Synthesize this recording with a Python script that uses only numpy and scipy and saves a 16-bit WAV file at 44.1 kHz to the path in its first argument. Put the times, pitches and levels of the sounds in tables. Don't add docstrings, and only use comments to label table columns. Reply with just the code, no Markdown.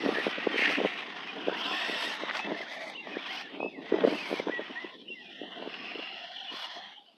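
import sys
import numpy as np
from scipy import signal
from scipy.io import wavfile
from scipy.ndimage import uniform_filter1d

SR = 44100
rng = np.random.default_rng(int(sys.argv[2]) if len(sys.argv) > 2 else 0)


def to_wav(sig):
    pcm = np.clip(np.atleast_2d(sig), -1, 1) * 32767
    pcm = np.round(pcm).astype(np.int16)
    wavfile.write(sys.argv[1], SR, pcm.T)


def gain_from_decibels(decibels):
    exponent = np.asarray(decibels, float) / 20
    return 10 ** exponent


N = 316183
STEP = 32


def control_times_s():
    return np.arange(N // STEP + 2) * STEP / SR


def in_time(rows):
    s, *columns = np.transpose(rows)
    return [np.interp(control_times_s(), s, column) for column in columns]


def fine(control):
    return np.interp(np.arange(N) / STEP, np.arange(len(control)), control)


def rms_one(x):
    return x / np.sqrt(np.mean(x ** 2) + 1e-20)


def drift(rate_hz):
    r = np.exp(-2 * np.pi * STEP * rate_hz / SR)
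    noise = rng.standard_normal(N // STEP + 2002)
    return rms_one(signal.lfilter([1], [1, -2 * r, r * r], noise)[2000:])


def at_hz(points, hz):
    point_hz, level_db = np.transpose(points)
    return np.interp(np.log(hz), np.log(point_hz), level_db)


def sos(x, *design, **settings):
    return signal.sosfilt(signal.butter(*design, fs=SR, output="sos", **settings), x)


def band(x, low_hz, high_hz):
    return rms_one(sos(x, 2, [low_hz, high_hz], "band"))


def grains(per_s, spread_db):
    sizes = gain_from_decibels(spread_db * np.minimum(rng.exponential(1, N), 5)) * rng.choice([-1, 1], N)
    return rms_one(sizes * (rng.random(N) < per_s / SR))


def spells(rows, edge_db_per_s):
    t = control_times_s()
    levels_db = []
    for s, length_s, db in rows:
        outside_s = np.maximum(0, np.maximum(s - t, t - s - length_s))
        levels_db.append(db - edge_db_per_s * outside_s)
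    return np.max(levels_db, axis=0)


def together(*levels_db):
    return 10 * np.log10(sum(gain_from_decibels(2 * np.maximum(db, -150)) for db in levels_db))


def bursts(events, source, noisy, late_s):
    out = np.zeros(N + 2000)
    around = np.arange(-800, 800)
    t = around / SR
    for (s, peak_db, hz, width_ms), phase in zip(events, rng.random(len(events))):
        at = round((s + late_s) * SR) + around
        sign = np.sign(np.sin(20 * phase))
        cycles = sign * np.cos(2 * np.pi * hz * t + phase - .5)
        bell = np.exp(-(1000 * t / width_ms) ** 2)
        out[at] += gain_from_decibels(peak_db) * bell * (cycles + noisy * source[at % N])
    return out[:N]


def glide(notes, wobble, shimmer_db, fade_s):
    out = np.zeros(N)
    bend = fine(1 + wobble * drift(58.0))
    swell = fine(gain_from_decibels(shimmer_db * drift(51)))
    for rows in notes:
        s, hz, level_db = np.transpose(rows)
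        at = np.arange(max(int((s[0] - fade_s) * SR), 0), min(int((s[-1] + fade_s) * SR), N))
        t = at / SR
        gate = np.clip(np.minimum(t - s[0], s[-1] - t) / fade_s + .5, 0, 1)
        turns = np.cumsum(np.interp(t, s, hz) * bend[at]) / SR
        level = np.sqrt(2) * gain_from_decibels(np.interp(t, s, level_db))
        out[at] += level * gate * np.sin(2 * np.pi * turns)
    return out * swell


# (level at usual pace [dB], share of pace swing, wheelspin lift over gravel [dB])
LAYERS = [
    (-50.5, 0.36, 1.5),
    (-50, 0.61, -2),
    (-43.5, 0.38, 4.5),
    (-59.5, 0.32, -1),
]
# (start [s], length [s], gravel level [dB])
SPINS = [(0, 0.31, -51.5), (.53, .06, -54.5), (.6, 0.065, -45), (.71, 0.014, -47), (.8, 0.2, -59.5),
         (1.165, 0.0063, -58), (1.275, 0.014, -63), (1.59, .2, -46.5), (1.77, 0.358, -45),
         (2.2, 0.028, -58), (2.36, 0.033, -47.5), (2.575, 0.058, -54), (2.705, 0.061, -52),
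         (2.81, 0.095, -52.5), (3.29, 0.12, -48), (4.08, 0.32, -48.5), (5.72, 1, -62), (6.545, 0.11, -48),
         (6.7, 0.075, -55)]
USUAL_PACE_DB, SPIN_EDGE_DB_PER_S = -50, 280


def loads(pace_db):
    spin_db = spells(SPINS, SPIN_EDGE_DB_PER_S)
    return [together(db + share * (pace_db - USUAL_PACE_DB), spin_db + lift_db)
            for db, share, lift_db in LAYERS]


# (time [s], pace as shell rattle [dB], share of far colour [0-1])
ROLL = [(0, -42, 0.6), (.2, -38, 0.56), (.75, -40.5, 0.5), (1.1, -49, 0.4), (1.5, -42.5, 0.97),
        (2.25, -42.5, 0.09), (2.6, -54.5, 0.38), (3.0, -63, 0.2), (3.2, -47, 0.75), (3.75, -75.5, 0.64),
        (3.92, -52, 0.38), (4.8, -54.5, 0.71), (5.07, -77, 0.7), (5.3, -63, 0.62), (5.7, -56, 0.99),
        (6.4, -60.5, 0.78), (6.85, -63, 0.46), (7.17, -64, 1)]
# (frequency [Hz], density [dB per Hz])
NEAR_COLOUR = [(350, -5), (992, 4), (1470, -6.5), (1880, -1.5), (2270, -7), (2790, -9.5), (3710, -8),
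               (5080, -13.5), (7030, -20.5), (8060, -34.5), (11200, -37.5), (15500, -71.5)]
FAR_COLOUR = [(480, -31), (730, -8), (900, -22.5), (1100, -10), (1250, -10), (1600, -4.5), (1750, -12.5),
              (1950, -13), (2250, -15), (2900, -8), (3300, -10), (3750, -26), (5200, -28), (7000, -57.5)]
LAYER_EDGES_HZ = [480, 1050, 1750, 3900, 7100, 16000]
WANDER_DB = [2.2, 1.8, 2.0, 1.8, 1.4]


def tyres():
    pace_db, distance = in_time(ROLL)
    distance = np.clip(distance, 0, 1)
    levels_db = loads(pace_db)
    spin_db = levels_db[-1] + 52.0
    spray_db = np.minimum(spin_db, 3.2 * spin_db)
    levels_db.append(-63.5 + spray_db + 2.4 * drift(16) - 12 * distance)
    stones = [0.6 * grains(2500, spread_db=1.0) + rng.standard_normal(N) for k in range(2)]
    bumps_db = 1.56 * drift(58)
    out = np.zeros(N)
    for level_db, wander_db, low, high in zip(levels_db, WANDER_DB, LAYER_EDGES_HZ, LAYER_EDGES_HZ[1:]):
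        edges = np.geomspace(low, high, 9)
        lows, highs = edges[:-1, None], edges[1:, None]
        centres = np.sqrt(lows * highs)
        near_db, far_db = at_hz(NEAR_COLOUR, centres), at_hz(FAR_COLOUR, centres)
        gains = np.sqrt(highs - lows) * gain_from_decibels((1 - distance) * near_db + distance * far_db)
        gains *= gain_from_decibels(level_db + bumps_db - 0.5) / np.sqrt(np.sum(gains ** 2, axis=0))
        for k, gain in enumerate(gains):
            wander = gain_from_decibels(wander_db * drift(2.34) + 1.4 * drift(12))
            out += fine(gain * wander) * band(stones[k % 2], edges[k], edges[k + 1])
    return out


# (time [s], peak [dB], frequency [Hz], half width [ms])
SLAPS = [(0.5941, -16, 2170, 0.45), (0.5997, -21, 2610, 1.1), (0.6236, -21, 2010, 1.7),
         (0.6284, -14.5, 2050, 1.3), (0.6325, -18.5, 2250, 1.5), (0.6367, -12, 2250, 0.49),
         (0.6427, -15.5, 2230, 0.34), (0.6469, -24.5, 2430, 0.76), (0.6573, -17.5, 1830, 4.8),
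         (0.6605, -19, 1790, 2.8), (0.6648, -25.5, 2291, 0.6), (0.6688, -22.5, 1905, 1.5),
         (0.6742, -21.5, 1850, 3), (0.6783, -16.5, 1960, 1), (0.6932, -16, 2010, 0.86),
         (0.7561, -13, 2120, 0.31), (2.3107, -18.5, 1640, 0.64), (2.3488, -22, 1450, 0.4),
         (2.3788, -27.5, 2310, 0.37), (2.3934, -22.5, 2390, 0.8)]
# (time [s], peak [dB], frequency [Hz], half width [ms])
CRUNCHES = [(2.298, -30, 1970, 6.9), (2.355, -35.5, 1456, 17), (2.4, -35, 874, 6.6), (.72, -35, 1310, 7.2),
            (4.008, -35.5, 3380, 2.7), (5.744, -37.5, 2880, 3.6)]
# (time [s], peak [dB], frequency [Hz], half width [ms])
CRACK = (2.371, -40, 4500, 2)


def knocks():
    rattle = band(grains(1900, spread_db=3.0), 1600, 3100)
    gravel = grains(6000, spread_db=5.0)
    slaps = gain_from_decibels(-2.5) * bursts(SLAPS, rattle, noisy=0.27, late_s=0)
    crunch = band(band(gravel, 550, 3200), 500, 3600)
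    bites = bursts(CRUNCHES, crunch, noisy=.8, late_s=0)
    bites += bursts([CRACK], band(gravel, 900, 6000), noisy=2.5, late_s=0)
    return sos(slaps + bites, 5, 5500)


# (start [s], length [s], level [dB])
SKIDS = [
    (.58, 0.118, -31),
    (.7, 0.07, -35),
    (.8, 0.23, -41.5),
]
# (low [Hz], high [Hz])
SCRUB_HZ = (1840, 2736)


def skid():
    rasp = band(0.14 * grains(2100, spread_db=0.0) + rng.standard_normal(N), *SCRUB_HZ)
    return fine(gain_from_decibels(spells(SKIDS, edge_db_per_s=310.0) + 2.7 * drift(52))) * rasp


# (time [s], frequency [Hz], level [dB])
STRANDS = [
    [(.15, 1780, -30.5), (.22, 1855, -33.5)],
    [(4.5, 1042, -57), (4.95, 1010, -57)],
    [(2.54, 659, -49.5), (2.75, 661, -47.5), (2.92, 639, -48)],
    [(1.5, 928, -45), (1.65, 987, -43.5), (1.77, 1110, -43)],
    [(6.7, 1715, -58), (6.92, 1685, -61.5), (7.13, 1715, -72)],
    [(5.6, 4070, -66), (6.0, 4115, -58.5), (6.85, 4180, -58)],
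    [(5.78, 2390, -50.5), (5.86, 2600, -47), (5.94, 2344, -49.5)],
    [(.06, 9000, -72.5), (.3, 9000, -68.5)],
    [(1.75, 3625, -47), (2.1, 3704, -45.5)],
    [(6.5, 1008, -51.5), (6.62, 1124, -49.5)],
    [(4.06, 4000, -49.5), (4.2, 4320, -66), (4.4, 3820, -49)],
    [(5.5, 973, -60), (5.9, 1183, -57), (6.3, 1430, -60.5)],
    [(1.7, 2620, -40.5), (2.14, 2743, -43.5)],
    [(5.36, 1897, -55), (5.62, 1900, -54.5)],
    [(1.68, 5260, -50), (2.14, 5420, -63)],
    [(1.72, 11200, -74), (2.13, 11170, -72)],
    [(1.65, 7600, -65.5), (2.13, 8100, -62.5)],
    [(5.7, 5190, -59.5), (6.3, 5170, -64)],
    [(5.75, 1934, -52), (6.3, 1943, -64.5)],
    [(5.3, 3260, -69.5), (5.75, 3240, -63.5), (6.6, 3410, -48.5), (6.9, 3250, -49)],
    [(5.3, 2900, -66.5), (6.1, 2788, -45), (6.7, 3036, -73)],
]


def strands():
    out = np.zeros(N)
    for rows in STRANDS:
        s, hz, level_db = np.transpose(rows)
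        at = np.arange(int((s[0] - .06) * SR), min(int((s[-1] + .06) * SR), N))
        t = at / SR
        rate_hz = 40 + .025 * hz.mean()
        spread = fine(drift(rate_hz) + 1j * drift(rate_hz))[at]
        gate = np.clip(np.minimum(t - s[0], s[-1] - t) / 0.045 + .5, 0, 1)
        carrier = np.exp(2j * np.pi * np.cumsum(np.interp(t, s, hz)) / SR)
        out[at] += gain_from_decibels(np.interp(t, s, level_db)) * gate * np.real(spread * carrier)
    return out


# (time [s], frequency [Hz])
GEARS = [
    [(0, 2020), (.12, 1880)],
    [(.26, 1990), (.34, 1980), (.4, 1836), (.46, 1920), (.55, 1900)],
    [(1.5, 1350), (1.6, 2270)],
    [(1.6, 2740), (1.665, 4090)],
    [(1.73, 1850), (1.78, 1760), (1.9, 1950), (1.98, 1880)],
    [(2.04, 1850), (2.095, 1990)],
    [(2.11, 2000), (2.16, 1545)],
    [(2.53, 1950), (2.555, 1750)],
    [(2.57, 1850), (2.59, 2150), (2.602, 1900)],
    [(2.612, 1950), (2.622, 2060), (2.64, 1550)],
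    [(2.665, 1500), (2.69, 1850)],
    [(2.705, 1950), (2.75, 2060), (2.775, 1850)],
    [(2.79, 1850), (2.83, 2170), (2.85, 2150)],
    [(2.86, 1950), (2.91, 2100)],
    [(3.11, 2550), (3.15, 2450)],
    [(3.152, 1650), (3.175, 2000), (3.2, 2350)],
    [(3.245, 2800), (3.27, 2500)],
    [(3.25, 1350), (3.29, 1900)],
    [(3.29, 1950), (3.35, 2250)],
    [(3.295, 3000), (3.32, 3150), (3.34, 2800)],
    [(3.365, 2800), (3.4, 3200)],
    [(3.39, 1770), (3.5, 1850)],
    [(3.86, 1900), (3.95, 1980), (4.02, 1900), (4.07, 1950)],
    [(4.08, 2100), (4.115, 2400)],
    [(4.135, 2450), (4.152, 2550)],
    [(4.17, 2800), (4.195, 2400), (4.215, 2600), (4.25, 2300), (4.28, 2050), (4.3, 2420)],
    [(4.315, 2350), (4.34, 2400), (4.36, 2250), (4.39, 2280), (4.41, 2050)],
    [(4.22, 2700), (4.242, 2900)],
]
GEAR_DB = [-46, -46.5, -47, -42, -42, -40, -46, -45, -43, -42, -43, -44, -45, -49, -49, -44, -47, -51, -44,
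           -45, -47, -50, -48, -46, -43, -44, -44, -44]
# (time [s], frequency [Hz], level [dB])
DRONE = [(5.95, 760, -59), (6.296, 718, -55), (6.39, 780, -55), (6.498, 703.6, -55), (6.7, 725, -69),
         (6.79, 740, -50.5), (6.9, 774, -64), (7.05, 819, -58.5), (7.12, 647, -55)]


def gears():
    whines = [[(s, hz, db) for s, hz in rows] for db, rows in zip(GEAR_DB, GEARS)]
    mesh = glide(whines, wobble=.022, shimmer_db=3.2, fade_s=.01)
    drone = glide([DRONE], wobble=0.045, shimmer_db=4.5, fade_s=0.2)
    return mesh + strands() + drone


# (low [Hz], high [Hz])
WHIRR_HZ = (3000, 4000)
WHIRR_DB = -63


def far_whirr():
    return gain_from_decibels(WHIRR_DB) * fine(gain_from_decibels(2.0 * drift(14))) * band(rng.standard_normal(N), *WHIRR_HZ)


# (time [s], level [dB])
WIND = [(0.0, -41.5), (0.32, -57.5), (0.68, -52.5), (0.98, -59.5), (1.24, -62), (1.56, -47), (1.69, -63),
        (3.39, -64), (4.01, -52), (4.51, -60), (4.65, -65), (5.37, -68), (5.81, -58), (6.09, -67),
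        (6.49, -73.5), (6.9, -74), (7.17, -75.5)]
# (frequency [Hz], density [dB per Hz])
FLUTTER = [(150, 2.5), (250, 14), (450, 7.5), (700, 0), (1100, -33.5), (1600, 0)]
# (start [s], length [s], level [dB])
GUSTS = [(0.04, 0.089, -28.5), (0.232, 0.043, -33), (0.45, 0.11, -32.5), (0.648, 0.085, -33.5),
         (0.775, 0.077, -30.5), (1.352, 0.052, -35.5), (1.652, 0.092, -35), (1.891, 0.069, -31.5),
         (2.033, 0.08, -36.5), (2.19, 0.047, -36.5), (2.455, 0.099, -32), (3.065, 0.063, -38.5),
         (3.104, 0.063, -36.5), (3.536, 0.15, -36), (3.773, 0.031, -36.5), (3.923, 0.234, -26.5),
         (4.305, 0.021, -33), (4.464, 0.032, -31), (4.585, 0.025, -33), (5.432, 0.058, -39.5),
         (5.582, 0.089, -35)]
# (peak time [s], peak [dB], frequency [Hz], half width [ms])
THUMPS = [(0.0375, -32.5, 487, 3.9), (0.0625, -17.5, 425, 1.3), (0.0754, -18, 482, 1.3),
          (0.0907, -18, 426, 3), (0.0983, -19, 570, 0.65), (0.1277, -28, 403, 3.2), (0.1569, -28, 415, 1.6),
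          (0.1732, -32, 444, 4.2), (0.1856, -22, 377, 2.3), (0.1996, -27.5, 378, 1.9),
          (0.2685, -15.5, 496, 1.63), (0.2798, -26, 434, 3.5), (0.3839, -26, 520, 2.7),
          (0.4719, -15, 430, 2.4), (0.5435, -25.5, 426, 2.3), (0.5609, -21.5, 423, 1.2),
          (0.5924, -27, 466, 1.8), (0.6229, -22.5, 404, 1.2), (0.7015, -23.5, 485, 1.3),
          (0.711, -25.5, 728, 1.2), (0.7918, -33, 388, 6.6), (0.8037, -20, 595, 1.2),
          (0.8155, -20, 460, 2.5), (0.8376, -28.5, 360, 2.7), (0.8499, -9.5, 495, 1),
          (0.8583, -20.5, 458, 3.9), (1.4742, -27.5, 454, 4.8), (1.4844, -13.5, 520, 1.4),
          (1.4972, -16.5, 409, 1.4), (1.5258, -32.5, 466, 4), (1.7148, -29, 608, 0.96),
          (1.8972, -24.5, 482, 1.1), (1.9309, -37, 508, 1.5), (2.2372, -20, 423, 1.1),
          (2.3605, -28, 745, 1.6), (2.4744, -29.5, 440, 0.97), (2.4867, -20.5, 536.4, 0.35),
          (2.5093, -24.5, 644, 1.4), (2.5186, -22, 355, 2.4), (2.6071, -26.5, 366, 2.1),
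          (2.6278, -33, 562, 0.93), (3.0731, -24, 478, 0.4),
          (3.1703, -27.5, 376, 1.9), (3.5514, -34.5, 358, 2.7), (3.6047, -18.5, 560, 0.84),
         (3.6305, -18, 567, 0.63), (3.649, -28, 443, 2.7), (3.6625, -20, 378, 2.2),
         (3.9245, -18.5, 441, 3.3), (3.9436, -19, 374, 5), (3.954, -29.5, 448, 1.9),
         (3.9695, -24.5, 500, 0.57), (3.9877, -20, 486, 0.96), (4.0052, -28, 438, 0.84),
         (4.021, -29.5, 426, 2.5), (4.0342, -33.5, 514, 2.8), (4.042, -16, 459, 3.2), (4.05, -12, 495, 2.1),
         (4.062, -23.5, 380, 2.1), (4.0756, -14, 520, 2.1), (4.0814, -13, 462, 0.77),
         (4.0948, -24.5, 530, 0.86), (4.117, -23.5, 376, 2.3), (4.1266, -23.5, 390, 0.84),
         (4.137, -21, 573, 1), (4.3148, -26.5, 390, 1.8), (4.329, -19, 443, 1.2), (4.3399, -25, 408, 2.9),
         (4.4002, -21, 434, 2.2), (4.4737, -20.5, 450, 2.7), (4.4856, -17, 544, 0.69),
         (4.4978, -21.5, 393, 2), (4.5953, -24, 348, 1.7), (4.621, -36.5, 353, 1.3),
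         (4.7052, -37, 335, 7.8), (4.717, -36, 330, 2.5), (4.741, -40, 350, 0.77), (4.537, -32.5, 447, 1.7),
         (4.8469, -34.5, 357, 4.8), (5.4163, -28, 412, 1.7), (5.437, -30, 366, 3.1),
         (5.6264, -30.5, 335, 2.4), (5.635, -37, 338, 2.6), (5.6762, -32, 442, 1.5),
         (5.9583, -33, 439, 2.9), (5.992, -35, 335, 2.7), (5.9974, -33, 492, 1.5),
          (4.997, -41, 398, 3.5), (5.023, -40.5, 443, 2), (5.104, -39.5, 454, 2.1), (6.52, -38.5, 284, 5.9),
         (6.541, -33.5, 330, 1.6), (6.772, -41, 301, 2.3), (6.997, -45, 306, 2.2), (7.143, -45.5, 227, 3)]
GUST_EDGE_DB_PER_S, GUST_BED_DB = 897, -8


def wind():
    lumps = .5 * grains(250, spread_db=3.0) + rng.standard_normal(N)
    edges = np.geomspace(130, 1700, 9)
    flutter = np.zeros(N)
    for low, high in zip(edges, edges[1:]):
        density = gain_from_decibels(at_hz(FLUTTER, np.sqrt(low * high)))
        flutter += np.sqrt(high - low) * density * band(lumps, low, high)
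    flutter = rms_one(flutter)
    gusts_db = spells(GUSTS, GUST_EDGE_DB_PER_S) + GUST_BED_DB + 3.5 * drift(70)
    breeze_db = in_time(WIND)[0] + 0.62 + 4 * drift(35)
    bed = fine(gain_from_decibels(together(breeze_db, gusts_db))) * flutter
    eddies = bursts(THUMPS, flutter, noisy=0.46, late_s=-0.00066)
    return sos(bed + eddies, 3, 1400)


# (start [s], length [s], from [Hz], to [Hz], level [dB])
SONG = [(.52, 0.046, 3160, 3120, -40.5), (1.28, 0.03, 2560, 2420, -40.5), (1.608, 0.038, 3150, 3100, -38.5),
        (2.39, .08, 2560, 2646, -41), (3.6, .088, 2517, 2623, -39.5), (3.735, 0.062, 2285, 1840, -49.5),
        (4.488, 0.048, 1386, 1996, -43.5), (4.518, 0.071, 1970, 1910, -35), (4.61, 0.027, 1884, 1870, -43),
        (4.758, 0.038, 1790, 1950, -35.5), (4.795, .075, 2070, 1963, -44.5), (6.48, 0.032, 2975, 2884, -38),
        (6.632, 0.029, 2940, 2870, -42)]
# (time after its start [s], length [s], from [Hz], to [Hz], level [dB])
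PHRASE = [(0, .022, 2700, 3080, -41), (.026, .042, 2760, 2770, -39), (.074, .07, 2130, 1900, -49),
          (.148, .08, 2570, 2410, -53), (.235, .08, 1900, 1793, -55)]
# (time [s], level [dB])
PHRASES = [(2.949, 0.093), (5.078, -0.095)]
NOTE_RISE_DB, NOTE_FALL_DB, NOTE_EARLY_BEND = 3, 4, .7


def notes():
    rows = list(SONG)
    for at, loud_db in PHRASES:
        rows += [(at + s, length, a, b, db + loud_db) for s, length, a, b, db in PHRASE]
    return [[(s, a, db - NOTE_RISE_DB),
             (s + length / 2, a + NOTE_EARLY_BEND * (b - a), db),
             (s + length, b, db - NOTE_FALL_DB)] for s, length, a, b, db in rows]


# (time [s], peak [dB], frequency [Hz])
TRILL = [(5.955, -37.5, 2860), (6.001, -40, 2940), (6.027, -37.5, 2760), (6.074, -38.5, 2710),
         (6.12, -36.5, 2800), (6.145, -36, 2900), (6.17, -38.5, 3000), (6.228, -40.5, 2900),
         (6.367, -35.5, 3070), (6.388, -38, 2960), (6.407, -33.5, 3130), (6.43, -37.5, 3100),
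         (6.45, -39.5, 3400)]
CHIRP_S, CHIRP_FALL = .0045, .06


def thrush():
    chirps = [[(s - CHIRP_S, hz * (1 + CHIRP_FALL), db - 2.5),
               (s + CHIRP_S, hz * (1 - CHIRP_FALL), db - 5.5)] for s, db, hz in TRILL]
    song = glide(notes() + chirps, wobble=0.0031, shimmer_db=1.2, fade_s=.008)
    for lag_s, echo_db in ((.045, -20.5), (.095, -18)):
        song = song + gain_from_decibels(echo_db) * np.roll(song, int(lag_s * SR))
    return song


HUM_DB = -47


def field_rumble():
    level_db = HUM_DB + .5 * (in_time(WIND)[0] + 57.5)
    return fine(gain_from_decibels(level_db)) * band(rng.standard_normal(N), 80, 398)


# (start [s], length [s], frequency [Hz], width [octaves], depth [dB])
DIPS = [(4.97, .28, 1400, .4, 6), (5.25, .2, 1050, .25, 13), (5.03, .57, 2250, .07, 12),
        (5.38, .32, 2550, .04, 12), (6.12, .14, 1100, .15, 10), (6.36, .09, 1200, .13, 14),
        (6.25, .2, 2530, .06, 13), (5.4, .13, 1450, .07, 12), (7.0, .2, 2000, .6, 9),
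        (3.6, .22, 1500, .3, 7), (2.95, .2, 1400, .15, 6)]
DIP_EDGE_S = 0.044


def ground_echo(x):
    hz, t, bins = signal.stft(x, fs=SR, nperseg=1024, noverlap=768)
    loss_db = 0
    for s, length_s, centre_hz, octaves, depth_db in DIPS:
        shape = np.exp(-(np.log2((hz[:, None] + 1) / centre_hz) / octaves) ** 2)
        gate = np.clip(np.minimum(t - s, s + length_s - t) / DIP_EDGE_S + .5, 0, 1)
        loss_db = loss_db + depth_db * shape * gate
    return signal.istft(bins * gain_from_decibels(-loss_db), fs=SR, nperseg=1024, noverlap=768)[1][:N]


LEAVE_S, LEAVE_DB_PER_S, LEAVE_MOST_DB = 6.92, 86.5, 4.5


def scene():
    leaving_db = np.clip(LEAVE_DB_PER_S * (np.arange(N) / SR - LEAVE_S), 0, LEAVE_MOST_DB)
    trucks = gain_from_decibels(-leaving_db) * (tyres() + knocks() + gears() + field_rumble())
    ground = trucks + skid() + far_whirr() + wind()
    return (ground_echo(ground) + thrush())[None]


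def suppress(x, depth, least_db):
    f, t, bins = signal.stft(x, nperseg=512, noverlap=384)
    power = uniform_filter1d(np.abs(bins) ** 2, size=21, axis=-1) + 1e-16
    learnt = np.exp(np.mean(np.log(power), axis=-1, keepdims=True))
    gain = np.sqrt(np.maximum(1 - depth * learnt / power, gain_from_decibels(2 * least_db)))
    return signal.istft(bins * gain, nperseg=512, noverlap=384)[1][..., :N]


def band_limit(x):
    return signal.sosfilt(signal.butter(12, 15630, fs=SR, output="sos"), x)


# (frequency [Hz], width [Hz])
NOTCHES = [(121, 83), (7100, 750), (9520, 490)]
HISS_DB = -84


def record(dry):
    x = sos(dry, 3, 190, "high")
    for hz, width_hz in NOTCHES:
        x = signal.lfilter(*signal.iirnotch(hz, hz / width_hz, fs=SR), x)
    x = suppress(x, depth=.1, least_db=-11)
    hiss_filter = signal.cheby2(12, 40, 12900, fs=SR, output="sos")
    hiss = signal.sosfilt(hiss_filter, rng.standard_normal(x.shape))
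    return band_limit(x + gain_from_decibels(HISS_DB) * hiss)


dry = scene()
out = record(dry)
to_wav(out)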